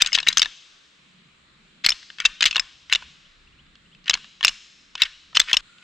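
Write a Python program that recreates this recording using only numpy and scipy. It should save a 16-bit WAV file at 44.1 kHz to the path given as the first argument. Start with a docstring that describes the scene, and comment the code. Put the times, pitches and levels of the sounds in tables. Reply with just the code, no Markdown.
"""Antlers clashing in a winter wood

A pair of antlers is knocked and ground together close to an action camera in a bare winter wood.
Each knock is a rough contact that rings the hand-damped tines for a few ms; loud peaks overload the microphone.
Grinding is made of dense noise ticks, and the trunks answer with a long echo of fading noise.
Behind lie a quiet filtered-noise hiss, low gusts of wind, faint rising bird chirps and a hoarse tone."""
import sys
import numpy as np
from scipy import signal
from scipy.io import wavfile
from scipy.ndimage import uniform_filter1d

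SR = 44100
rng = np.random.default_rng(int(sys.argv[2]) if len(sys.argv) > 2 else 0)


def persist_wave(psi):
    """Save psi, clipped to +-1, as 16-bit WAV."""
    counts = np.round(np.clip(psi, -1, 1) * 32767).astype(np.int16)
    wavfile.write(sys.argv[1], SR, np.atleast_2d(counts).T)


N = 257103
TIME = np.arange(N) / SR  # seconds

# hiss of the wood: [f/Hz, relative level per Hz/dB]
WOOD_SPECTRUM = [(300, 2.5), (600, -4.5), (850, -5.5), (1100, -5.5), (1600, -6), (2350, -4.5), (3000, -5),
                 (3900, -6.5), (4500, -16.5), (5200, -22.5), (6300, -24), (7600, -15.5), (8300, -16),
                 (10000, -39.5), (12500, -60.5)]
# colour of the wind: [f/Hz, relative level/dB]
WIND_BANDS = [(26, -1.5), (60, -3), (110, -12), (170, 2), (260, -9.5)]
# strength of the wind over time: [t/s, level of deep buffeting/dB, level of rumble/dB]
GUST_LEVELS = [(0.0, -63, -54.5), (0.4, -66, -56), (0.6, -71.5, -70), (1.1, -72, -63), (1.6, -62, -56.5),
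               (2.1, -68, -61), (2.8, -64, -61.5), (3.4, -52, -58.5), (3.9, -60, -57.5), (4.6, -67.5, -64),
               (5.2, -66, -65), (5.83, -69, -58.5)]
# rising chirps of a distant bird: [t/s, length/s, level/dB]
BIRD_CHIRPS = [(1.501, 0.031, -71.5), (3.239, 0.038, -53.5), (3.47, 0.013, -50), (3.521, 0.016, -56),
               (3.582, 0.032, -51.5), (3.852, 0.022, -56.5), (3.912, 0.04, -53.5)]
# echo of the trunks: [f/Hz, time to fall 60 dB/s, relative level/dB]
TRUNK_BANDS = [(663, 0.12, -37.5), (1320, 0.38, -35), (2880, 0.96, -40.5), (4370, 1.9, -45),
               (6500, 1.3, -40), (9300, 0.3, -28), (11000, .45, -39.5)]
# what the antlers ring with: [f/Hz, relative level/dB, time to fall 60 dB/ms]
ANTLER_MODES = [(1028, -17, 17), (1562, -17.5, 10), (1777, -9, 20), (2225, -6, 22), (2610, -6.5, 37),
                (2790, -3, 25), (3007, 11, 12), (3460, 6.5, 16), (3693, 2.5, 17), (4147, 4.5, 14),
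                (4580, 0, 7.2), (4875, 0.5, 16), (5467, -4.5, 24), (6306, -5.5, 9.5), (6090, -11.5, 29),
                (7227, -10.5, 14), (7630, -21, 6), (8950, -18.5, 8.9), (10600, -14.5, 2.2)]
# tines grinding along each other: [start t/s, stop t/s, level/dB]
GRIND_SPELLS = [(0., 0.011, -31), (0.04, 0.108, -38.5), (0.133, 0.169, -19.5), (0.164, 0.216, -37),
                (0.276, 0.297, -23), (0.286, 0.323, -35), (0.354, 0.429, -33), (1.837, 1.863, -26.5),
                (2.184, 2.24, -38), (2.233, 2.284, -35), (2.452, 2.496, -23), (2.54, 2.6, -39.5),
                (2.901, 2.963, -35), (4.055, 4.099, -36), (4.428, 4.454, -27), (4.965, 5.053, -34),
                (5.045, 5.075, -33.5), (5.345, 5.376, -24.5), (5.47, 5.49, -41), (5.476, 5.53, -32.5)]
# knocks: [t/s, peak level before filtering/dB, loudest ring f/Hz, brightness/dB per octave]
KNOCK_LIST = [(0.0094, -10, 2560, -0.5), (0.0164, -6, 3500, 15.5), (0.0204, 4, 3620, 17),
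              (0.035, -23.5, 2400, -13.5), (0.0463, -19, 2070, -17.5), (0.0608, -8, 3900, 12.5),
              (0.0708, -10, 3070, 17), (0.1198, -18, 2150, -4), (0.1294, -5, 5200, 10),
              (0.1483, -11, 3570, 16), (0.152, 0, 3230, 7.5), (0.1762, -8, 1640, -22),
              (0.1855, -4.5, 3330, -20), (0.2008, -13, 5100, -2.5), (0.229, -16.5, 3780, -16.5),
              (0.266, -14.5, 2000, -18.5), (0.271, -2.5, 2250, -11.5), (0.2852, 3.5, 3910, 18.5),
              (0.302, -20.5, 2180, -4.5), (0.327, -14, 4070, 14.5), (0.371, 2, 3290, 4.5),
              (0.3802, -1.5, 6220, 22.5), (0.3945, -2, 5270, 18), (0.4177, 1, 3614, 1),
              (0.4277, -4.5, 3880, -7), (0.4468, -17, 4100, -16), (0.457, -13, 3700, -27.5),
              (1.844, -9.5, 2270, -2.5), (1.8485, -8.5, 4940, 0), (1.8622, 6.5, 4530, 12.5),
              (1.8686, -10, 2200, -12.5), (1.8872, -5, 2410, 7), (1.892, -1, 5000, 22),
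              (1.9034, -6, 5370, 22.5), (1.9188, -12, 2980, -3.5), (1.9226, -16, 3570, -9.5),
              (2.0282, -31, 2110, -15.5), (2.1013, -23, 1650, -18.5), (2.1842, -20.5, 2650, -7),
              (2.2013, -7, 2290, -3), (2.2516, 0, 2680, -2.0), (2.2549, -0.5, 3630, 2),
              (2.2586, -6, 3930, 11), (2.407, -6.5, 3630, 3), (2.412, -11.5, 2900, -17),
              (2.4232, -4.5, 4420, -11), (2.4273, 2, 4010, 4), (2.4393, -4, 2070, 4),
              (2.455, -1.5, 3360, 13), (2.4598, 2.5, 3370, 11.5), (2.472, -21, 3780, 15),
              (2.4856, -23, 2880, -9.5), (2.51, -10, 4260, 0.5), (2.5272, -16, 2630, -1.5),
              (2.5472, -18.5, 3200, 6), (2.5576, -2, 2790, -20), (2.5651, 0, 3730, -39.5),
              (2.5789, -10.5, 2715, -25), (2.5954, -3, 5203, 9), (2.8973, -20, 2090, -4),
              (2.9253, 2.5, 2900, 0.5), (2.9328, -3, 3530, 11), (2.9492, -4.5, 3770, -14),
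              (2.9562, -5, 3520, 3), (3.022, -23.5, 1570, -26.5), (3.754, -36, 2744, -12.5),
              (3.664, -49, 2305, -14.5), (3.948, -38.5, 2700, -4), (4.041, -41, 2890, 6),
              (4.0577, -29, 2860, -14), (4.0793, -13, 3140, -14), (4.0959, 2.5, 3860, 6),
              (4.108, -6, 3440, -10.5), (4.133, -10, 2820, -14.5), (4.1389, -2.5, 6590, 5),
              (4.151, -13.5, 2940, -24), (4.173, -28, 1190, -15), (4.244, -30.5, 1450, -15),
              (4.4085, -15, 1520, -21), (4.4283, -8.5, 3200, -32.5), (4.437, -11, 2840, -13.5),
              (4.4472, 6.5, 2792, 14.5), (4.459, -14, 2750, 3.5), (4.4688, -10, 3970, 9),
              (4.4799, -1.5, 3020, 15.5), (4.4833, -9.5, 3000, 14.5), (4.4906, -10.5, 2896, 8.5),
              (4.9528, -11, 3250, -19), (5.019, 1.5, 3910, 3), (5.0265, -9.5, 2666, -10),
              (5.0334, -8, 5130, -3), (5.329, -32, 1310, -33), (5.3525, -7.5, 5130, -8),
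              (5.3692, 2, 3050, -2), (5.396, -4.5, 2070, 19), (5.4, 2.5, 3480, 8.5),
              (5.4137, -12.5, 3840, 2), (5.485, -17, 2520, -13), (5.5128, -12, 1836, -50),
              (5.5301, 2.5, 3205, 10.5), (5.5382, -3.5, 2716, -22), (5.543, -8, 2960, 18),
              (5.5682, 1.5, 2970, 8), (5.783, -38.5, 2750, -21), (5.824, -37.5, 2540, -17)]
# the camera turns: [t/s, left minus right level/dB]
CAMERA_PAN = [(0.0, 4), (2.0, 3.5), (3.0, 2), (5.83, 2)]

WOOD_DB = -57
LATE_DB, LATE_TILT_DB = 4, 1.5  # late rise of the hiss: at 3 kHz, and more per octave above
CHIRP_HZ, CHIRP_RISE_HZ_PER_S = 2540, 30000
DRONE_HZ, DRONE_S, DRONE_RISE_S, DRONE_DB = 1420, 5.63, 0.032, -63.5  # a faint hoarse tone at the end
NEAR_T60_S, NEAR_DB, ECHO_RISE_S = 0.053, 7, 0.011  # near echo; build-up of the far one
ECHO_STOP_S = 5.61  # the echo breaks off here; the hiss is louder and brighter just after
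GRIND_HZ, GRIND_HZ_PER_DB, GRIND_OCTAVES = 3340, 79.5, 1.2  # centre at -20 dB; lighter pressure is duller
MODE_SCATTER_DB, DETUNE = 3.5, .03  # random spread of mode levels, and of pitches as a fraction
LEAD_OVER_DB = 4  # how far the loudest mode stands out in a 0 dB knock
CONTACT_RISE_MS = 0.61
FADE_MS, FADE_MS_PER_DB = 12, -0.15  # time for the contact to fall 60 dB; softer ones linger
CRACK_DB = -3.5  # relative to the loudest mode
HARD_HZ, SOFTEN = 9900, 0.11  # treble limit of a 0 dB knock; how strongly it follows the level
THUD_HZ, THUD_DB = 247, -26.5
SHUDDER_HZ, SHUDDER_DB = 28, -15
MIC_LOW_HZ, MIC_LOW_DB, MIC_HIGH_HZ, MIC_HIGH_DB = 1061, -8, 7890, -10
TOP_HZ = 16500


def undb(db):
    """Turn decibels into a plain multiplier."""
    return 10 ** (np.asarray(db) / 20)


def level(x, db):
    """Scale a sound to a given average (RMS) level."""
    return x * undb(db) / np.sqrt(np.mean(x ** 2))


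def band(x, hz, width):
    """Keep only a band around hz, with its width in octaves."""
    edges = hz * 2. ** (np.array([-width, width]) / 2)
    return signal.sosfilt(signal.butter(2, edges, "band", fs=SR, output="sos"), x)


def walk(rate):
    """Random levels, each held 1 / rate seconds, then smoothed twice; spread near 1."""
    hold = int(SR / rate)
    steps = np.repeat(rng.standard_normal(N // hold + 1), hold)
    return 1.3 * uniform_filter1d(uniform_filter1d(steps, hold), hold)[:N]


def pair(alike, size):
    """Left and right noise with the given correlation."""
    mid, side = rng.standard_normal((2, size))
    alike = np.clip(alike, 0, 1)
    opposite = side * np.array([[1], [-1]])
    return np.sqrt((1 + alike) / 2) * mid + np.sqrt((1 - alike) / 2) * opposite


def wood():
    """Distant hiss of twigs and leaves: noise in third-octave bands that flicker a little."""
    f, db = np.transpose(WOOD_SPECTRUM)
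    hiss, swell = 0, walk(2.6)
    late = TIME > ECHO_STOP_S + .015
    for hz in 300 * 2 ** np.arange(0, 5.4, 1 / 3):
        gain_db = np.interp(np.log(hz), np.log(f), db) + 0.43 * swell + 1.4 * walk(9.6)
        gain_db += late * (LATE_DB + LATE_TILT_DB * np.log2(hz / 3000))
        hiss = hiss + undb(gain_db) * band(pair(0.2, N), hz, 1 / 3)
    return level(hiss, WOOD_DB)


def wind():
    """Low gusts on the microphone ports: noise bands that each buffet on their own."""
    s, deep_db, rumble_db = np.transpose(GUST_LEVELS)
    gusts = 0
    for hz, db in WIND_BANDS:
        gust_db = np.interp(TIME, s, deep_db if hz < 100 else rumble_db) + 3.5 * walk(7)
        noise = band(pair(0.87, N), hz, .7)
        gusts = gusts + level(noise, db) * undb(gust_db)
    return gusts


def birds():
    """Short sine chirps that rise in pitch, and a hoarse tone made of narrow-band noise."""
    chirps = np.zeros(N)
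    for s, length, db in BIRD_CHIRPS:
        t = np.clip(TIME - s, 0, length)
        swell = np.sin(np.pi * t / length)
        cycles = CHIRP_HZ * t + CHIRP_RISE_HZ_PER_S * t * t / 2
        chirps += undb(db) * swell * np.sin(2 * np.pi * cycles)
    drone = level(band(rng.standard_normal(N), DRONE_HZ, 0.081), DRONE_DB)
    return chirps + drone * np.clip((TIME - DRONE_S) / DRONE_RISE_S, 0, 1)


def trunks(x, size=70000):
    """Scatter from many trunks: a quick noise tail from near trees and ground, a slow one from far."""
    t = np.arange(size) / SR
    tail = 0
    for hz, t60, db in TRUNK_BANDS:
        far = (1 - np.exp(-t / ECHO_RISE_S)) * undb(-60 * t / t60)
        near = undb(NEAR_DB - 60 * t / NEAR_T60_S)
        noise = band(pair(0.97, size), hz, min(1.1, 5000 / hz)) / np.sqrt(hz / 30)
        tail = tail + undb(db) * (far + near) * noise
    echo = signal.fftconvolve(x[None], tail)[:, :N]
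    return echo * np.clip((ECHO_STOP_S - TIME) / .002, 0, 1)


def grinding():
    """Dense stick-slip ticks, in uneven spurts, heard through the antler modes near a centre pitch."""
    ticks = rng.standard_normal(N) * undb(5 * rng.standard_normal(N) + 4 * walk(220))
    body = 0
    for hz, db, t60_ms in ANTLER_MODES:
        # a mode that rings longer passes a narrower band
        body = body + undb(0.09 * db) * band(ticks, hz, 5000 / t60_ms / hz)
    grind = np.zeros(N)
    for start, stop, db in GRIND_SPELLS:
        i, j = int(start * SR), int(stop * SR)
        centre_hz = GRIND_HZ + GRIND_HZ_PER_DB * (db + 20)
        rub = band(body[i:j], centre_hz, GRIND_OCTAVES) * np.hanning(j - i) ** 0.88
        grind[i:j] += level(rub, db)
    return grind


def knock(peak_db, lead_hz, tilt_db, count):
    """A rough, chattering contact rings all modes, one of them most; returns port, wood and thud sounds."""
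    hz, db, t60_ms = np.transpose(ANTLER_MODES)
    ms = np.arange(count) / SR * 1000
    decay = undb(-60 * ms / t60_ms[:, None])
    chance, grit = rng.standard_normal((4, len(hz))), rng.standard_normal((2, count))
    f = hz * (1 + DETUNE * chance[0])  # the grip and the touching tines shift the modes
    mean_db = db + tilt_db * np.log2(np.maximum(hz, 1300) / 3200)
    mode_db = mean_db + MODE_SCATTER_DB * chance[1]
    lead = np.argmin(abs(np.log(hz / lead_hz)))
    f[lead] = lead_hz
    mode_db[lead] = mode_db.max() + LEAD_OVER_DB + 0.11 * peak_db  # hard blows ring clearest

    # the two ports hear each mode a little differently
    port_db, port_rad = 1.2 * chance[2], .2 * chance[3]
    angle = 2 * np.pi * f[:, None] * ms / 1000
    ports = []
    for side in (1, -1):
        gain = undb(mode_db + side * port_db)[:, None]
        ports.append((gain * decay * np.sin(angle + side * port_rad[:, None])).sum(0))
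    ring = np.array(ports)
    ring[:, :2] += undb(mode_db.max() + CRACK_DB) * np.array([1, -1])  # dry snap of the contact

    # bone skids on bone: uneven micro-blows that build up fast and die away
    fade_ms = FADE_MS + FADE_MS_PER_DB * peak_db
    force = (1 - np.exp(-(ms / CONTACT_RISE_MS) ** 2)) * undb(-60 * ms / max(fade_ms, 3))
    blows = force * grit[0] * undb(3.66 * grit[1])
    # a softer blow is a longer touch and loses the treble
    touch_hz = np.clip(HARD_HZ * undb(SOFTEN * peak_db), 2000, 18000)
    touch = signal.butter(3, touch_hz, fs=SR, output="sos")
    ring = signal.fftconvolve(ring, signal.sosfilt(touch, blows)[None])
    middle = ring.mean(0)
    scale = undb(peak_db) / abs(middle).max()

    # the wood gets the sound of all directions at once, where single modes stand out less
    blur_gain = undb(.6 * mode_db + .4 * mean_db)[:, None]
    blur = signal.sosfilt(touch, (blur_gain * decay ** 2 * np.sin(angle)).sum(0))
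    around = blur * scale * np.linalg.norm(middle) / np.linalg.norm(blur)
    thud = undb(peak_db) * np.sign(grit[0, 0]) * np.sin(np.pi * np.minimum(ms / 1.3, 1))
    return ring * scale, around, thud


def antlers(count=1200):
    """Knocks ring, thud in the hands and mix with grinding; returns port sound and sound sent to the wood."""
    clack, (around, thud) = np.zeros((2, N + 2 * count)), np.zeros((2, N + count))
    for s, peak_db, lead_hz, tilt_db in KNOCK_LIST:
        ring, spread, push = knock(peak_db, lead_hz, tilt_db, count)
        i = int(s * SR)
        clack[:, i:i + ring.shape[1]] += ring
        around[i:i + count] += spread
        thud[i:i + count] += push
    # hard blows shake the body that carries the microphone
    shudder = undb(SHUDDER_DB) * band(abs(thud[:N]), SHUDDER_HZ, 0.75)
    low_thud = undb(THUD_DB) * band(thud[:N], THUD_HZ, 5)
    grind = grinding()
    # thin tines radiate their lowest modes poorly
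    clack = signal.sosfilt(signal.butter(1, 1600, "high", fs=SR, output="sos"), clack)
    return clack[:, :N] + grind + low_thud + shudder, around[:N] + grind


def scene():
    """Antlers and their echo shift between left and right; hiss, wind and birds do not."""
    pan_db = np.interp(TIME, *np.transpose(CAMERA_PAN))
    near, around = antlers()
    front = near + trunks(around)
    return front * undb(np.array([pan_db, -pan_db]) / 2) + wood() + wind() + birds()


def record(dry):
    """The housing favours 1-8 kHz; peaks clip, then the extreme treble is cut."""
    x = dry
    for hz, db, kind in ((MIC_LOW_HZ, MIC_LOW_DB, "high"), (MIC_HIGH_HZ, MIC_HIGH_DB, "low")):
        inside = signal.sosfiltfilt(signal.butter(10, hz, kind, fs=SR, output="sos"), x)
        x = inside + undb(db) * (x - inside)
    clipped = np.clip(x, -1, 1)
    return signal.sosfilt(signal.butter(6, TOP_HZ, fs=SR, output="sos"), clipped)


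dry = scene()
out = record(dry)
persist_wave(out)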